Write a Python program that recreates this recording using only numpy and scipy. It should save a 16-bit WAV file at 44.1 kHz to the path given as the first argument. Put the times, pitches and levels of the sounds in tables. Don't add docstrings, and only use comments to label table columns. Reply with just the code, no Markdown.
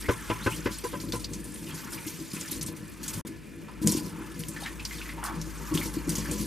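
import sys
import numpy as np
from scipy import signal
from scipy.fft import rfft, irfft, next_fast_len
from scipy.io import wavfile
from scipy.ndimage import uniform_filter1d

SR = 44100
rng = np.random.default_rng(int(sys.argv[2]) if len(sys.argv) > 2 else 0)


def voltage_ratio(level):
    return 10 ** (np.asarray(level, float) / 20)


def inscribe(sig):
    pcm = np.round(np.clip(np.atleast_2d(sig).T, -1, 1) * 32767)
    wavfile.write(sys.argv[1], SR, pcm.astype(np.int16))


N = 284886

# time in seconds, rms level in dB.
DRUMMING = [(0.0, -42), (0.3, -49.5), (0.5, -43), (0.86, -46.5), (0.97, -38), (1.92, -43.5), (2.3, -49.5),
            (2.66, -40.5), (2.94, -47.5), (3.09, -39.5), (3.47, -51.5), (3.56, -45.5), (3.8, -45.5),
            (4.1, -38.5), (4.52, -42), (4.79, -45.5), (5.23, -41), (5.69, -43.5), (6.04, -39), (6.1, -37),
            (6.46, -35)]
# frequency in Hz, relative level in dB, t60 in seconds.
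BASIN_MODES = [(104.7, -12, 0.35), (162.9, -1.5, 0.24), (208.7, 0, 0.12), (261.2, -12, 0.32),
               (301, -1.5, 0.14), (325.3, -2.5, 0.19), (384.2, -13, 0.26), (477.5, -11.5, 0.15),
               (569.5, -15.5, 0.15), (1005, -18, 0.1)]
# time in seconds, relative level in dB, pitch struck hardest in Hz.
GULPS = [(1.924, -33.5, 301), (2.059, -27, 315), (2.189, -27, 331), (2.335, -26, 243), (2.516, -33, 312),
         (2.607, -28, 175), (2.649, -28, 170), (3.15, -17.5, 100), (3.287, -29, 320), (3.816, -19.5, 295),
         (3.845, -12.5, 220), (3.863, -20, 196), (3.898, -24, 205), (3.948, -18, 299), (3.971, -24, 200),
         (4.393, -27, 175), (5.712, -19.5, 307), (5.739, -17, 164), (5.752, -17.5, 320),
         (5.855, -27.5, 310), (5.967, -22.5, 312), (6.076, -22, 324), (6.09, -24, 165), (6.18, -21, 208),
         (6.314, -24, 156), (6.399, -21.5, 190)]
# time in seconds, relative level in dB, resonance of the hollow in Hz.
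GURGLE = [(0.0, -44.5, 2000), (0.4, -39.5, 1840), (0.78, -48, 2480), (1.15, -54.5, 1060),
          (1.67, -54.5, 1290), (1.7, -44, 1480), (1.96, -44.5, 1550), (2.27, -56.5, 2370),
          (2.35, -45.5, 2390), (2.9, -54, 1800), (3.11, -44, 1630), (3.27, -47.5, 2570), (3.35, -74, 2450),
          (3.6, -57.5, 1670), (3.95, -46, 970), (4.05, -52, 960), (4.21, -41.5, 1170), (4.44, -55, 2070),
          (4.65, -40.5, 1820), (4.72, -48, 1360), (5.1, -45, 2530), (5.16, -48, 1000), (5.26, -36, 1394),
          (5.44, -48.5, 1230), (5.75, -38, 1130), (5.93, -45, 1120), (6.28, -40.5, 1740),
          (6.46, -51.5, 915)]
# start in seconds, relative peak in dB, pitch in Hz.
WATER_BURSTS = [(1.44, -29.5, 9400), (1.539, -28.5, 9400), (1.667, -33.5, 2810), (1.691, -33, 2400),
                (1.705, -31.5, 3170), (1.87, -33, 1440), (1.92, -33.5, 1430), (1.975, -30.5, 2320),
                (2.046, -33.5, 2120), (2.36, -30, 2490), (2.445, -30.5, 1780), (3.682, -33.5, 1000),
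                (4.562, -25.5, 1760), (4.619, -31.5, 807), (4.632, -28, 3800), (4.658, -20.5, 1865),
                (4.794, -29, 2590), (4.908, -27.5, 2100), (4.926, -30, 2110), (4.982, -30.5, 3600),
                (4.998, -32.5, 1470), (5.013, -25, 2610), (5.055, -29, 2030), (5.089, -26, 2130),
                (5.116, -31, 2090), (5.178, -30, 950), (5.773, -26.5, 3380), (5.811, -24, 2200),
                (6.254, -27, 1710), (6.293, -32, 2400)]
# start in seconds, relative level in dB, hardness in dB per octave.
SLAPS = [(0.082, -8, -1), (0.295, -10, -1), (0.459, -11, 0), (0.654, -12.5, 0), (0.835, -23.5, -0.5),
         (0.928, -20.5, -2), (1.128, -19, -2.5)]
# frequency in Hz, relative level in dB, t60 in seconds.
PART_MODES = [(116, -14, 0.22), (354, -3, 0.066), (395, -4, 0.071), (484, -1.5, 0.055), (551, -4.5, 0.044),
              (890, -13, 0.015), (1021, -7, 0.05), (1230, -4, 0.01), (1520, 1.5, 0.012), (2014, -7, 0.021),
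              (2400, -6.5, 0.0093), (2680, -6, 0.0037), (5000, -9.5, 0.0036)]
# start and length in seconds, relative level in dB, from Hz, to Hz.
CHIRPS = [(0.025, 0.057, -39.5, 1710, 2290), (0.401, 0.073, -46, 3300, 4600),
          (0.507, 0.05, -38, 2296, 3290)]
# time in seconds, rms level of its hiss in dB.
FLOW = [(0.0, -48.5), (0.6, -49), (1.2, -47.5), (1.26, -54), (1.36, -49.5), (2.2, -47), (2.5, -45),
        (2.73, -59), (3.0, -52.5), (3.33, -61), (3.8, -61.5), (4.14, -56.5), (4.45, -49.5), (5.2, -56),
        (5.45, -48), (5.72, -49), (6.04, -51), (6.46, -41)]
# start in seconds, peak level in dB, rise in seconds.
SPURTS = [(-0.02, -41, 0.024), (0.1, -45, 0.014), (0.42, -42.5, 0.035), (0.5, -41.5, 0.027),
          (0.7, -42.5, 0.034), (0.834, -40.5, 0.019), (1.192, -41, 0.008), (1.735, -44.5, 0.028),
          (2.3, -43.5, 0.036), (2.507, -36.5, 0.019), (2.76, -49, 0.011), (3.126, -38, 0.022),
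          (3.265, -43.5, 0.0092), (3.814, -44, 0.013), (3.856, -39, 0.012), (3.89, -36.5, 0.028),
          (3.964, -36, 0.013), (4.02, -45, 0.026), (4.599, -44, 0.021), (4.88, -47, 0.077),
          (5.82, -37.5, 0.026), (5.93, -41, 0.015), (6.07, -44, 0.012), (6.39, -39, 0.027)]
# frequency in Hz, relative density in dB per Hz.
SPRAY_SPECTRUM = [(1200, -8.5), (2500, 5), (4000, 5), (6500, 6.5), (9000, 8.5), (12500, 6.5), (15000, 0)]
# start in
# seconds, tick peak in dB, centre in Hz, relative fizz level in dB, peak level of the spray with it in dB.
SHARP_CLICKS = [(1, -28, 5070, -34.5, -43), (1.1208, -18.5, 4240, -26.5, -38.5),
                (1.2422, -35, 4670, -27, -63), (1.333, -34.5, 6800, -30.5, -46),
                (1.9197, -30, 8850, -37, -41), (2.064, -32, 10300, -37, -38.5), (2.41, -21, 7300, -32, -50),
                (2.61, -27, 6150, -28, -39.5), (2.6613, -26, 8500, -30.5, -42),
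                (3.03, -33, 7050, -35, -41.5), (3.0782, -25, 7800, -26.5, -36.5),
                (3.8715, -3, 7450, -19, -33), (3.919, -15, 7940, -24, -35.5), (4.391, -33, 11100, -34, -46),
                (4.435, -23.5, 3130, -43, -67), (4.483, -25, 9800, -28.5, -46.5),
                (4.85, -20.5, 5160, -25.5, -47.5), (5.238, -16.5, 9500, -33, -38.5),
                (5.413, -24, 5900, -33.5, -54), (5.738, -28, 7550, -35, -33.5),
                (5.7738, -14.5, 3400, -29.5, -36.5), (6.092, -15, 8500, -26.5, -36),
                (6.152, -29, 6650, -25, -40.5), (6.1806, -24, 7450, -27.5, -39),
                (6.311, -22, 8100, -27.5, -36)]
# frequency in Hz, typical rms level in dB, t60 in seconds.
TAP_MODES = [(1730, -66, .12), (2430, -67, .12)]
# time in seconds, rms level in dB.
HUM_LEVEL = [(0.0, -41.5), (0.13, -49), (0.68, -43.5), (0.84, -52), (1.28, -44), (1.9, -61), (2.46, -66),
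             (2.61, -47), (2.77, -70), (3.03, -48.5), (3.56, -63), (3.83, -49), (4.38, -52.5), (4.84, -44),
             (6.46, -40)]
# frequency in Hz, relative density in dB per Hz.
ROOM_SPECTRUM = [(40, -2), (160, 0), (300, -1), (680, -22), (1000, -22), (2200, -16), (3700, -29),
                 (12000, -35.5)]
# frequency in Hz, left-right likeness (1 = same).
LIKENESS = [(50, 0.44), (500, 0.093), (2500, 1), (5500, 1), (9500, 0.15), (14000, 0.12)]
# frequency in Hz, left over right in dB.
LEFT_OVER_RIGHT = [(60, 3.3), (250, 2.7), (950, .8), (3000, .1), (9000, .5)]
# frequency in Hz, phase lead of the left in rad (negative = later).
LEFT_LEAD = [(40, -1.14), (120, -0.25), (320, -0.3), (600, -0.8), (900, -0.55), (1800, -0.14),
             (8000, -0.29)]
# frequency in Hz, gain in dB.
BASS_CUT = [(20, -14), (45, 0)]
DROPOUT_S = [3.2125, 3.2155, 3.224, 3.236, 3.2485, 3.2505]
DROPOUT_GAIN_DB = [0, -33, -41, -90, -90, 0]

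GULP_REACH_OCTAVES, GULP_SPREAD_S, GULP_SOFT_HZ = 0.33, 0.002, 504
GULP_DRUM_DB, GULP_DRUM_RISE_S = -19, 0.038
GULP_RIM_DB = -16
SLOSH_DB, SLOSH_RISE_S, SLOSH_HZ = -22.5, 0.018, 1550
SLAP_RIM_DB, SLAP_RIM_FOLLOWS = -26, 0.15
POUR_S, POUR_DB, POUR_RISE_S, POUR_HOLD_S, POUR_T60_S = 5.227, -37, 0.0026, 0.07, 0.29
POUR_LOW_HZ, POUR_HIGH_HZ = 810, 1380
CLICK_SPRAY_RISE_S = 0.014
HUM_HZ, HUM_WANDER_HZ = 54.3, 0.8
BASIN_ECHO_T60_S, ROOM_DB, LOWPASS_HZ = 0.13, -47, 15700


def rms_one(x):
    return x / np.sqrt(np.mean(x ** 2) + 1e-20)


def in_time(rows):
    s, *columns = np.transpose(rows)
    return [np.interp(np.arange(N) / SR, s, column) for column in columns]


def at_hz(points, hz):
    points_hz, values = np.transpose(points)
    return np.interp(np.log(hz), np.log(points_hz), values)


def bandpass(order, low_hz, high_hz, x):
    return signal.sosfilt(signal.butter(order, [low_hz, high_hz], "band", fs=SR, output="sos"), x)


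def drift(corner_hz):
    r = np.exp(-80 * np.pi * corner_hz / SR)
    noise = rng.standard_normal(N // 40 + 2002)
    slow = signal.lfilter([1], [1, -2 * r, r * r], noise)[2000:]
    return np.interp(np.arange(N) / 40, np.arange(len(slow)), rms_one(slow))


def ring(clicks, hz, t60_s):
    r, w = voltage_ratio(-60 / (t60_s * SR)), 2 * np.pi * hz / SR
    return signal.lfilter([0, np.sin(w)], [1, -2 * r * np.cos(w), r * r], clicks + 1e-18)


def add(out, start_s, sound):
    at = max(round(start_s * SR), 0)
    out[..., at:at + sound.shape[-1]] += sound[..., :N - at]


def grains(per_s, spread_db):
    sizes = voltage_ratio(spread_db * np.minimum(rng.exponential(1, N), 5)) * rng.choice([-1, 1], N)
    return sizes * (rng.random(N) < per_s / SR)


def swells(starts_s, peaks_db, rises_s):
    power = np.zeros(N)
    for start_s, peak_db, rise_s in np.broadcast(starts_s, peaks_db, rises_s):
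        u = np.maximum(np.arange(N) / SR - start_s, 0) / rise_s
        power += (voltage_ratio(peak_db) * u * np.exp(1 - u)) ** 2
    return power


def power_sum(steady_db, power):
    return 10 * np.log10(voltage_ratio(steady_db) ** 2 + power)


def blows(events, modes, contact_s, tilt_hz, spread_db):
    t = np.arange(round(9 * contact_s * SR)) / SR
    envelope = (t / contact_s) ** 2 * np.exp(-t / contact_s)
    flurries = rng.standard_normal((len(events), len(t))) * envelope
    flurries /= np.sqrt(np.sum(flurries ** 2, axis=1, keepdims=True))
    chance_db = rng.normal(0, spread_db, (len(events), len(modes)))
    out = np.zeros(N)
    for k, (hz, mode_db, t60_s) in enumerate(modes):
        force = np.zeros(N)
        for (start_s, blow_db, tilt_db), flurry, luck_db in zip(events, flurries, chance_db[:, k]):
            force_db = blow_db + mode_db + luck_db + tilt_db * np.log2(hz / tilt_hz)
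            add(force, start_s, flurry * voltage_ratio(force_db))
        out += ring(force, hz, t60_s)
    return out


def banded_noise(spectrum, patchy_db, grit):
    out, together = 0, drift(33)
    edges_hz = 30 * 2 ** np.arange(0, 9.6, .5)
    white = rng.standard_normal((2, 2, N))
    white[:, 0] += grit * rms_one(grains(3600, spread_db=3.0))
    for k, (low_hz, high_hz) in enumerate(zip(edges_hz, edges_hz[1:])):
        mid, side = bandpass(2, low_hz, high_hz, white[k % 2])
        hz = np.sqrt(low_hz * high_hz)
        alike = np.clip(at_hz(LIKENESS, hz), -1, 1)
        gain = voltage_ratio(at_hz(spectrum, hz) + patchy_db * (1.4 * together + drift(13.7)))
        out = out + gain * (np.sqrt(1 + alike) * mid + np.sqrt(1 - alike) * side * [[1], [-1]])
    return rms_one(out)


def basin(drum_db):
    stream = grains(400 * voltage_ratio(3.0 * drift(12)), spread_db=3.5)
    drum = np.zeros(N)
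    for hz, mode_db, t60_s in BASIN_MODES:
        drum += voltage_ratio(mode_db) * ring(stream * rng.standard_normal(N), hz, t60_s)
    return voltage_ratio(drum_db) * rms_one(drum) + voltage_ratio(-4.5) * gulps()


def gulps():
    start_s, gulp_db, pitch_hz = np.transpose(GULPS)
    chance = rng.random((len(BASIN_MODES), 2, len(GULPS)))
    out = np.zeros(N)
    for (hz, mode_db, t60_s), (late, luck) in zip(BASIN_MODES, chance):
        off_db = -6.0 * np.minimum((np.log2(hz / pitch_hz) / GULP_REACH_OCTAVES) ** 2, 4.0)
        at = ((start_s + GULP_SPREAD_S * late) * SR).astype(int)
        force = np.zeros(N)
        force[at] = voltage_ratio(gulp_db + mode_db + off_db + 2.7 * luck)
        out += ring(force, hz, t60_s)
    return bandpass(2, GULP_SOFT_HZ / 7, GULP_SOFT_HZ, out)


def gurgle(level_db, hollow_hz):
    born = grains(2400 * voltage_ratio(2.5 * drift(20)), spread_db=3.2)
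    pitches_hz, dealt = np.geomspace(850, 3600, 36), rng.integers(0, 36, N)
    rings = np.zeros(N)
    for k, hz in enumerate(pitches_hz):
        near = voltage_ratio(-3.0 * np.minimum(np.log2(hz / hollow_hz) ** 2 / 0.91, 3.0))
        rings += ring(born * (dealt == k) * near, hz, 99.0 / hz)
    running_rms = np.sqrt(uniform_filter1d(rings ** 2, size=SR // 16) + 1e-12)
    return voltage_ratio(level_db - 5.0) * rings / running_rms


def pour():
    t = np.arange(N) / SR - POUR_S
    rush = rms_one(bandpass(2, POUR_LOW_HZ, POUR_HIGH_HZ, grains(4000, spread_db=2.0)))
    tail_db = -60 * np.maximum(t - POUR_HOLD_S, 0) / POUR_T60_S
    return rush * np.clip(t / POUR_RISE_S, 0, 1) * voltage_ratio(POUR_DB + tail_db)


def water_bursts():
    out, t = np.zeros(N), np.arange(round(.12 * SR)) / SR
    noise = rng.standard_normal((len(WATER_BURSTS), len(t)))
    envelope = (1 - np.exp(-t / 0.0018)) * voltage_ratio(-60 * t / 0.12)
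    for (start_s, peak_db, hz), push in zip(WATER_BURSTS, noise * envelope):
        narrow = bandpass(2, hz / 1.04, hz * 1.04, push)
        around = bandpass(1, hz / 1.18, hz * 1.136, push)
        sound = narrow + voltage_ratio(-3) * around
        add(out, start_s, voltage_ratio(peak_db - 4.0) * sound / np.abs(sound).max())
    return out


def slaps():
    return voltage_ratio(-7) * blows(SLAPS, PART_MODES, .0048, 300, spread_db=1.0)


def rim(running_power):
    hz, _, t60_s = BASIN_MODES[-1]
    touches = [(start_s, SLAP_RIM_FOLLOWS * slap_db, 0) for start_s, slap_db, _ in SLAPS]
    tone = rms_one(ring(rng.standard_normal(N), hz, t60_s))
    singing = voltage_ratio(GULP_RIM_DB) * np.sqrt(running_power) * tone
    return blows(touches, [(hz, SLAP_RIM_DB, t60_s)], .008, hz, spread_db=0.5) + singing


def chirps():
    out = np.zeros(N)
    lowpass = signal.butter(2, 260, fs=SR, output="sos")
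    flutter = signal.sosfilt(lowpass, rng.standard_normal(N))
    for start_s, length_s, level_db, from_hz, to_hz in CHIRPS:
        u = np.arange(round(length_s * SR)) / (length_s * SR)
        cycles = length_s * u * (from_hz + (to_hz - from_hz) * u / 2)
        add(out, start_s, voltage_ratio(level_db) * np.sin(np.pi * u) * np.sin(2 * np.pi * cycles))
    return out * (0.55 + rms_one(flutter))


def spray(level_db):
    hiss = banded_noise(SPRAY_SPECTRUM, 1.7, grit=1.1)
    return voltage_ratio(level_db) * (hiss + voltage_ratio(-7) * droplets() + voltage_ratio(-6.0) * spatter())


def droplets():
    born = grains(900 * voltage_ratio(4.0 * drift(15)), spread_db=3.3)
    pitches_hz, dealt = np.geomspace(4300, 12500, 40), rng.integers(0, 40, N)
    return rms_one(sum(ring(born * (dealt == k), hz, 170.0 / hz) for k, hz in enumerate(pitches_hz)))


def spatter():
    born = np.abs(grains(160, spread_db=3.3))
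    pitches_hz, dealt = np.geomspace(4200, 11000, 9), rng.integers(0, 9, N)
    r, out = voltage_ratio(-60 / (0.02 * SR)), 0
    white = rng.standard_normal((2, N))
    for k, hz in enumerate(pitches_hz):
        puffs = signal.lfilter([1], [1, -2 * r, r * r], born * (dealt == k) + 1e-18)
        mid, side = bandpass(2, hz / 1.15, hz * 1.15, white)
        width = 0.88 * np.clip(1 - at_hz(LIKENESS, hz), 0, 1)
        out = out + puffs * (mid + width * side * [[1], [-1]])
    return rms_one(out)


def sharp_clicks():
    out, t = np.zeros((2, N)), np.arange(round(.12 * SR)) / SR
    noise = rng.standard_normal((len(SHARP_CLICKS), 2, len(t)))
    envelope = (1 - np.exp(-t / 0.0019)) * voltage_ratio(-60 * t / 0.065)
    click = np.zeros(len(t))
    click[[round(.002 * SR), round(.0028 * SR)]] = 1, -.45
    wide_click = bandpass(1, 2500, 13000, click)
    for (start_s, peak_db, hz, fizz_db, _), (mid, side) in zip(SHARP_CLICKS, noise):
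        low_hz, high_hz = hz / 1.19, hz * 1.09
        tick = bandpass(1, low_hz, high_hz, click) + .08 * wide_click
        fizz = rms_one(bandpass(1, low_hz, high_hz, mid + 0.22 * side * [[1], [-1]])) * envelope
        add(out, start_s, voltage_ratio(peak_db) * tick / np.abs(tick).max() + voltage_ratio(fizz_db - 1.0) * fizz)
    return out


def tap():
    out = np.zeros(N)
    for hz, level_db, t60_s in TAP_MODES:
        out += voltage_ratio(level_db + 3.0 * drift(7)) * rms_one(ring(rng.standard_normal(N), hz, t60_s))
    return out


def hum():
    cycles = np.cumsum(HUM_HZ + HUM_WANDER_HZ * drift(2.04)) / SR
    return voltage_ratio(in_time(HUM_LEVEL)[0]) * np.sqrt(2) * np.sin(2 * np.pi * cycles)


def echoes(x):
    size = next_fast_len(N + SR)
    hz = np.arange(size // 2 + 1) * SR / size
    spectrum, out = rfft(x, size), np.zeros((2, N))
    for side, lags_s in enumerate(rng.uniform(.003, .014, (2, 4))):
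        response = 0
        for k, lag_s in enumerate(lags_s):
            loop = voltage_ratio(-60 * lag_s / BASIN_ECHO_T60_S) * np.exp(-2j * np.pi * hz * lag_s)
            response = response + (-1) ** k * loop / (1 - loop)
        out[side] = irfft(spectrum * response, size)[:N]
    return bandpass(2, 450, 1800, out)


def room():
    return voltage_ratio(ROOM_DB) * banded_noise(ROOM_SPECTRUM, .7, grit=0)


def scene():
    slap_s, slap_db, _ = np.transpose(SLAPS)
    gulp_s, gulp_db, _ = np.transpose(GULPS)
    click_s, *_, click_spray_db = np.transpose(SHARP_CLICKS)
    running_power = swells(gulp_s, gulp_db + GULP_DRUM_DB, GULP_DRUM_RISE_S)
    drum_db = power_sum(in_time(DRUMMING)[0], running_power)

    fill_db, hollow_hz = in_time(GURGLE)
    gurgle_db = power_sum(fill_db, swells(slap_s, slap_db + SLOSH_DB, SLOSH_RISE_S))
    fill_share = voltage_ratio(fill_db - gurgle_db) ** 2
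    hollow_hz = SLOSH_HZ + (hollow_hz - SLOSH_HZ) * fill_share

    gushes = swells(*np.transpose(SPURTS)) + swells(click_s, click_spray_db, CLICK_SPRAY_RISE_S)
    spray_db = power_sum(in_time(FLOW)[0], gushes)

    near = basin(drum_db) + gurgle(gurgle_db, hollow_hz) + pour() + water_bursts()
    near = near + slaps() + rim(running_power) + chirps() + tap() + hum()
    return near + spray(spray_db) + sharp_clicks() + voltage_ratio(-15.5) * echoes(near) + room()


def low_pass(x):
    return signal.sosfilt(signal.butter(12, 15690, fs=SR, output="sos"), x)


def record(dry):
    hz = np.maximum(np.arange(N // 2 + 1) * SR / N, 20)
    side = np.array([[1], [-1]]) / 2
    response = voltage_ratio(at_hz(LEFT_OVER_RIGHT, hz) * side) * np.exp(1j * at_hz(LEFT_LEAD, hz) * side)
    ports = irfft(rfft(dry) * response * voltage_ratio(at_hz(BASS_CUT, hz)), N)
    ports = signal.sosfilt(signal.cheby2(10, 50, LOWPASS_HZ, fs=SR, output="sos"), ports)
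    gain_db = np.interp(np.arange(N) / SR, DROPOUT_S, DROPOUT_GAIN_DB)
    return low_pass(ports * voltage_ratio(gain_db))


dry = scene()
out = record(dry)
inscribe(out)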